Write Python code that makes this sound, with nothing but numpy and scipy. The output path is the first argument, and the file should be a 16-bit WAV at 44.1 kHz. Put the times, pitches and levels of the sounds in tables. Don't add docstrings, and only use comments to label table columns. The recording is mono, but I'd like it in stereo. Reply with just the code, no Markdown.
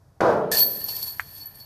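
import sys
import numpy as np
from scipy import signal
from scipy.fft import rfft, irfft
from scipy.io import wavfile
from scipy.ndimage import uniform_filter1d, minimum_filter1d

SR = 44100
rng = np.random.default_rng(int(sys.argv[2]) if len(sys.argv) > 2 else 0)


def to_wav(s):
    ch = np.atleast_2d(s).T
    pcm = np.round(np.clip(ch, -1, 1) * 32767)
    wavfile.write(sys.argv[1], SR, pcm.astype(np.int16))


N = 72765
T = np.arange(N) / SR
HZ = np.fft.rfftfreq(2 * N, 1 / SR)
PANEL_S, BASKET_S, KNOCK_S = 0.205, 0.516, 1.1966

# f/Hz, relative level/dB, T60/s
PANEL_MODES = [(178, -13, 1.3), (210, -14, 1.4), (380, -2, .75), (412, -5, .8), (446, -5.5, .9),
               (505, -2.5, .85), (521, -2, .7), (571, 0, .85), (637, -1, .6), (695, -2, .6), (733, 0, .6),
               (792, -4, .55), (854, -4, .8), (927, -4, .5), (979, -2, .42), (1378, -10, .5),
               (1540, -8, .5)]
# f/Hz, T60/s
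DENSE_T60 = [(80, 0.79), (200, 1.36), (500, 1), (1000, 0.75), (1600, 0.63), (4000, 0.44), (12000, 0.63)]
# f/Hz, relative density/dB
DENSE_SPECTRUM = [(40, -56), (90, -18.5), (130, -9), (200, -12), (310, -12), (400, -1), (600, 1),
                  (1100, -4.5), (1550, -6.5), (1800, -14.5), (3200, -22.5), (8000, -41), (14000, -46.5)]
THUD_SPECTRUM = [(40, -38), (90, 0.5), (200, -3.5), (500, 6.5), (900, -15), (2000, -17), (8000, -60)]
SLAP_SPECTRUM = [(150, -10), (400, 8.5), (1400, 13.5), (2300, 9.5), (4000, -8), (9000, -17), (14000, -25)]
# f/Hz, scatter between links/Hz, relative level/dB, T60/s
LINK_MODES = [(4440, 48, -13.5, 0.17), (9110, 85, -19, 0.075), (11700, 45, -12.5, 0.14),
              (11970, 30, -7.5, .19), (12280, 36, -13.5, 0.22), (12720, 62, -10.5, 0.18),
              (13800, 75, -17, 0.13), (14300, 70, -21, .12)]
# t/s, relative level/dB
CLATTER_LEVELS = [(.513, -38), (.521, -23), (.555, -26.5), (.59, -20), (.65, -40), (.73, -42.5),
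                  (.775, -41.5), (.875, -44), (.895, -31.5), (.94, -43.5), (.97, -38), (1.018, -41.5),
                  (1.09, -41.5), (1.15, -52), (1.31, -55), (1.39, -44.5), (1.5, -61), (1.57, -56.5),
                  (1.65, -60)]
JINGLE_LEVELS = [(.514, -16), (.535, -15.5), (.565, -12), (.6, -6.5), (.64, -22), (.7, -28.5), (.79, -24.5),
                 (.865, -31.5), (.895, -26), (.97, -28.5), (1.005, -28.5), (1.045, -26), (1.09, -27.5),
                 (1.15, -37.5), (1.26, -43), (1.37, -32.5), (1.44, -41), (1.475, -38), (1.515, -49.5),
                 (1.56, -38), (1.65, -48)]
# t/s, tick level/dB, low mode level/dB, high mode level/dB, high mode f/Hz, T60/s
CLINKS = [(0.517, -32, -21.5, -19, 12700, 0.042), (0.5717, -31, -8, -27, 12650, 0.05),
          (0.5857, -29, -5.5, -22, 12000, 0.019), (0.589, -29, -32.5, -7.5, 12300, 0.5),
          (0.604, -40, -12, -11, 11700, 0.22), (.714, -48, -41, -17, 12100, 0.041),
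          (0.772, -34, -36, -23, 14250, .06), (0.8144, -39, -31.5, -27, 12700, 0.11),
          (0.8402, -48, -27.5, -8.5, 12070, 0.052), (0.8844, -20, -26.5, -23, 12730, 0.36),
          (0.964, -25, -48, -15.5, 11970, 0.043), (1.0275, -21.5, -27.5, -22, 12750, 0.098),
          (1.0795, -42, -29.5, -42, 12250, 0.18), (1.4048, -46, -35.5, -47, 12500, 0.24),
          (1.4566, -47, -52, -26.5, 11950, 0.17), (1.554, -50, -63, -34.5, 9290, 0.048),
          (1.601, -37.5, -40, -43, 12400, 0.27)]
# f/Hz, level/dB, T60/s
FRAME_MODES = [(1704, -27, 0.16), (1780, -23, 0.15), (2520, -31, 0.25), (3570, -41, 0.33)]
# t/s, level/dB, f/Hz
WIRE_TAPS = [(.527, -16, 1768), (0.551, -21.5, 2900), (0.623, -28, 1760), (0.8126, -41, 2900),
             (0.883, -26, 2900), (0.933, -36, 1780)]
# f/Hz, relative density/dB
TICK_SPECTRUM = [(150, -8), (500, -4.5), (1000, 0), (1400, -13.5), (2300, -2), (2900, -6.5), (3450, 1),
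                 (3800, -6.5), (4700, 5), (6000, 3.5), (8000, -1.5), (9200, 8), (10600, -4.5), (12500, -3),
                 (14400, 5)]
CRASH_SPECTRUM = [(400, -18), (1300, -22), (1750, 15.5), (2100, -5), (2500, -7), (3500, 3.5), (5500, 0),
                  (8000, 3.5), (14000, -18)]
KNOCK_SPECTRUM = [(300, -23), (900, 2), (1500, 3.5), (2600, -4), (3800, -4), (9000, -9.5), (14000, -22)]
DRONE_SPECTRUM = [(40, -15.5), (85, -10), (125, -2.5), (200, -13), (400, -20.5), (900, -15), (1500, -22.5),
                  (3000, -14), (8000, -62)]
AIR_SPECTRUM = [(20, -31), (45, -13), (80, 1.5), (130, 2.5), (220, -19.5), (350, -20), (800, -19.5),
                (1500, -25.5), (4000, -34.5), (14000, -36.5)]
# f/Hz, gain/dB
RIGHT_RESPONSE = [(100, -0.5), (1000, -2), (5500, -4), (7000, -6.5), (8000, -33), (8800, -18.5),
                  (10600, -35), (11700, -16.5), (12400, -10.5), (14200, -13)]


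def panel(swell_s=0.1):
    hz, t, spectrum = signal.stft(noise(DENSE_SPECTRUM), SR, nperseg=1024, noverlap=768)
    damping = amp(-60 * np.maximum(t - PANEL_S, 0) / at_frequency(DENSE_T60, hz)[:, None])
    dense = amp(-9) * signal.istft(spectrum * damping, SR, nperseg=1024, noverlap=768)[1][:N]
    modes = amp(-18) * sum(ring(PANEL_S, *mode) for mode in PANEL_MODES)
    swell = np.interp(T - PANEL_S, [0, 0.0037, swell_s], [0, 0.25, 1])
    thud = amp(-18) * decay(PANEL_S, t60=0.29) * noise(THUD_SPECTRUM)
    slap = amp(-12.5) * decay(PANEL_S + 0.002, t60=0.049) * noise(SLAP_SPECTRUM)
    return thud + slap + swell * (dense + modes)


def collisions(per_s=1500, spread_db=3.8):
    signs = (rng.random(N) < per_s / SR) * rng.choice([-1, 1], N)
    return unit(signs * amp(spread_db * np.minimum(rng.exponential(1, N), 4)))


def chains(links=80, cutoff_hz=4080):
    hits = collisions()
    struck_link = rng.integers(0, links, N)
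    blows = hits * level_curve(JINGLE_LEVELS)
    t = T[:SR // 6]
    jingle = np.zeros((2, N))
    for link in range(links):
        response = 0
        for hz, scatter_hz, db, t60 in LINK_MODES:
            phase = 0.55 * rng.standard_normal((2, 1))
            link_hz = hz + scatter_hz * rng.laplace()
            mode = amp(-60 * t / t60) * np.sin(2 * np.pi * link_hz * t + phase)
            response += amp(db) * mode / np.linalg.norm(mode[0])
        for at in np.flatnonzero(blows * (struck_link == link)):
            jingle[:, at:at + len(t)] += blows[at] * response[:, :N - at]
    tick_energy = filtered(hits ** 2, rfft(decay(0, t60=0.015) ** 2, 2 * N))
    hiss = noise(TICK_SPECTRUM)
    diffuse = 0.45 * np.array([noise(TICK_SPECTRUM), noise(TICK_SPECTRUM)])
    ticks = unit(np.sqrt(abs(tick_energy)) * (hiss + diffuse))
    radiation = 1 / np.sqrt(1 + (cutoff_hz / (HZ + 1)) ** 16)
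    return filtered(jingle, radiation) + amp(4) * level_curve(CLATTER_LEVELS) * ticks


def clinks(low_hz=4434, flutter_hz=55):
    ticks = noise(TICK_SPECTRUM) * sum(amp(db) * decay(start, t60=0.039) for start, db, *_ in CLINKS)
    rings = sum(ring(start, low_hz, low_db, t60) + ring(start, high_hz, high_db, t60)
                for start, _, low_db, high_db, high_hz, t60 in CLINKS)
    flutter = unit(filtered(rng.standard_normal((2, N)), 1 / (1 + (HZ / flutter_hz) ** 2)))
    return ticks + rings * unit(1 + 0.28 * flutter)


def basket(resonance_hz=1750, bandwidth_hz=103):
    resonance = 1 / (1 + 2j * (HZ - resonance_hz) / bandwidth_hz)
    hum = amp(-47) * decay(BASKET_S, t60=4.65) * unit(filtered(collisions(), resonance))
    crash = amp(-23) * decay(BASKET_S, t60=0.38) * noise(CRASH_SPECTRUM)
    return crash + sum(ring(BASKET_S, *mode) for mode in FRAME_MODES) + hum


def wire_taps(wires=6, detuning=0.035):
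    rings = sum(ring(start, hz * (1 + detuning * offset), db, t60=0.06)
                for start, db, hz in WIRE_TAPS for offset in rng.uniform(-1, 1, wires))
    return rings / np.sqrt(wires)


def knock(hz=1770, time_constant_s=0.00033):
    def pulse(delay_s):
        t = np.maximum(T - KNOCK_S - delay_s, 0)
        return t / time_constant_s * np.exp(1 - t / time_constant_s) * np.sin(2 * np.pi * hz * t)
    blow = pulse(0) + amp(-15) * pulse(0.0062) + amp(-32) * pulse(0.0078)
    highpass = signal.butter(2, 880, "high", fs=SR, output="sos")
    tail = amp(-29) * decay(KNOCK_S - 0.0015, t60=0.062) * noise(KNOCK_SPECTRUM)
    return amp(-5.5) * signal.sosfilt(highpass, blow) + tail


def drone(fade_db_per_s=6.5):
    return amp(-45.5 - fade_db_per_s * (T - PANEL_S)) * (T > PANEL_S) * noise(DRONE_SPECTRUM)


def air():
    return amp(-54) * noise(AIR_SPECTRUM)


def amp(db):
    return 10 ** (np.asarray(db) / 20)


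def unit(x):
    return x / np.sqrt(np.mean(x ** 2) + 1e-20)


def at_frequency(points, hz):
    f, value = np.transpose(points)
    return np.interp(np.log(hz + 1), np.log(f), value)


def level_curve(points):
    t, db = np.transpose(points)
    return amp(np.interp(T, t, db)) * (T >= t[0])


def filtered(x, response):
    return irfft(rfft(x, 2 * N) * response)[..., :N]


def noise(spectrum):
    return unit(filtered(rng.standard_normal(N), amp(at_frequency(spectrum, HZ))))


def decay(start, t60):
    age = np.maximum(T - start, 0)
    return np.minimum(age * SR / 16, 1) * amp(-60 * age / t60)


def ring(start, hz, db, t60, contact_s=0.0016):
    rise = np.clip((T - start) / contact_s, 0, 1)
    return amp(db) * rise * decay(start, t60) * np.sin(2 * np.pi * (hz * T + rng.random()))


def placed(x, left_lag_ms, scatter_db):
    left, right = x * np.ones((2, 1))
    left = filtered(left, np.exp(-2j * np.pi * HZ * left_lag_ms / 1000))
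    echoes = rng.standard_normal((2, N)) * (rng.random((2, N)) < 0.1) * decay(0.00195, t60=0.089)
    echoes /= np.linalg.norm(echoes, axis=1, keepdims=True)
    return np.array([left, right]) + amp(scatter_db) * filtered(x, rfft(echoes, 2 * N))


def scene():
    return (placed(panel() + air() + drone(), left_lag_ms=-0.18, scatter_db=-10)
            + placed(chains(), left_lag_ms=-0.23, scatter_db=-1.5)
            + placed(clinks(), left_lag_ms=-0.23, scatter_db=-10)
            + placed(basket() + wire_taps(), left_lag_ms=-0.175, scatter_db=-8)
            + placed(knock(), left_lag_ms=0.11, scatter_db=-12))


def record(dry, ceiling=0.85, band_edge_hz=14560):
    heard = np.array([dry[0], filtered(dry[1], amp(at_frequency(RIGHT_RESPONSE, HZ)))])
    allowed_gain = ceiling / np.maximum(abs(heard).max(0), ceiling)
    smooth_gain = uniform_filter1d(minimum_filter1d(allowed_gain, size=300), size=300)
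    lowpass = signal.firwin(801, band_edge_hz, window=("kaiser", 8), fs=SR)
    return signal.oaconvolve(heard * smooth_gain, lowpass[None], "same")


dry = scene()
out = record(dry)
to_wav(out)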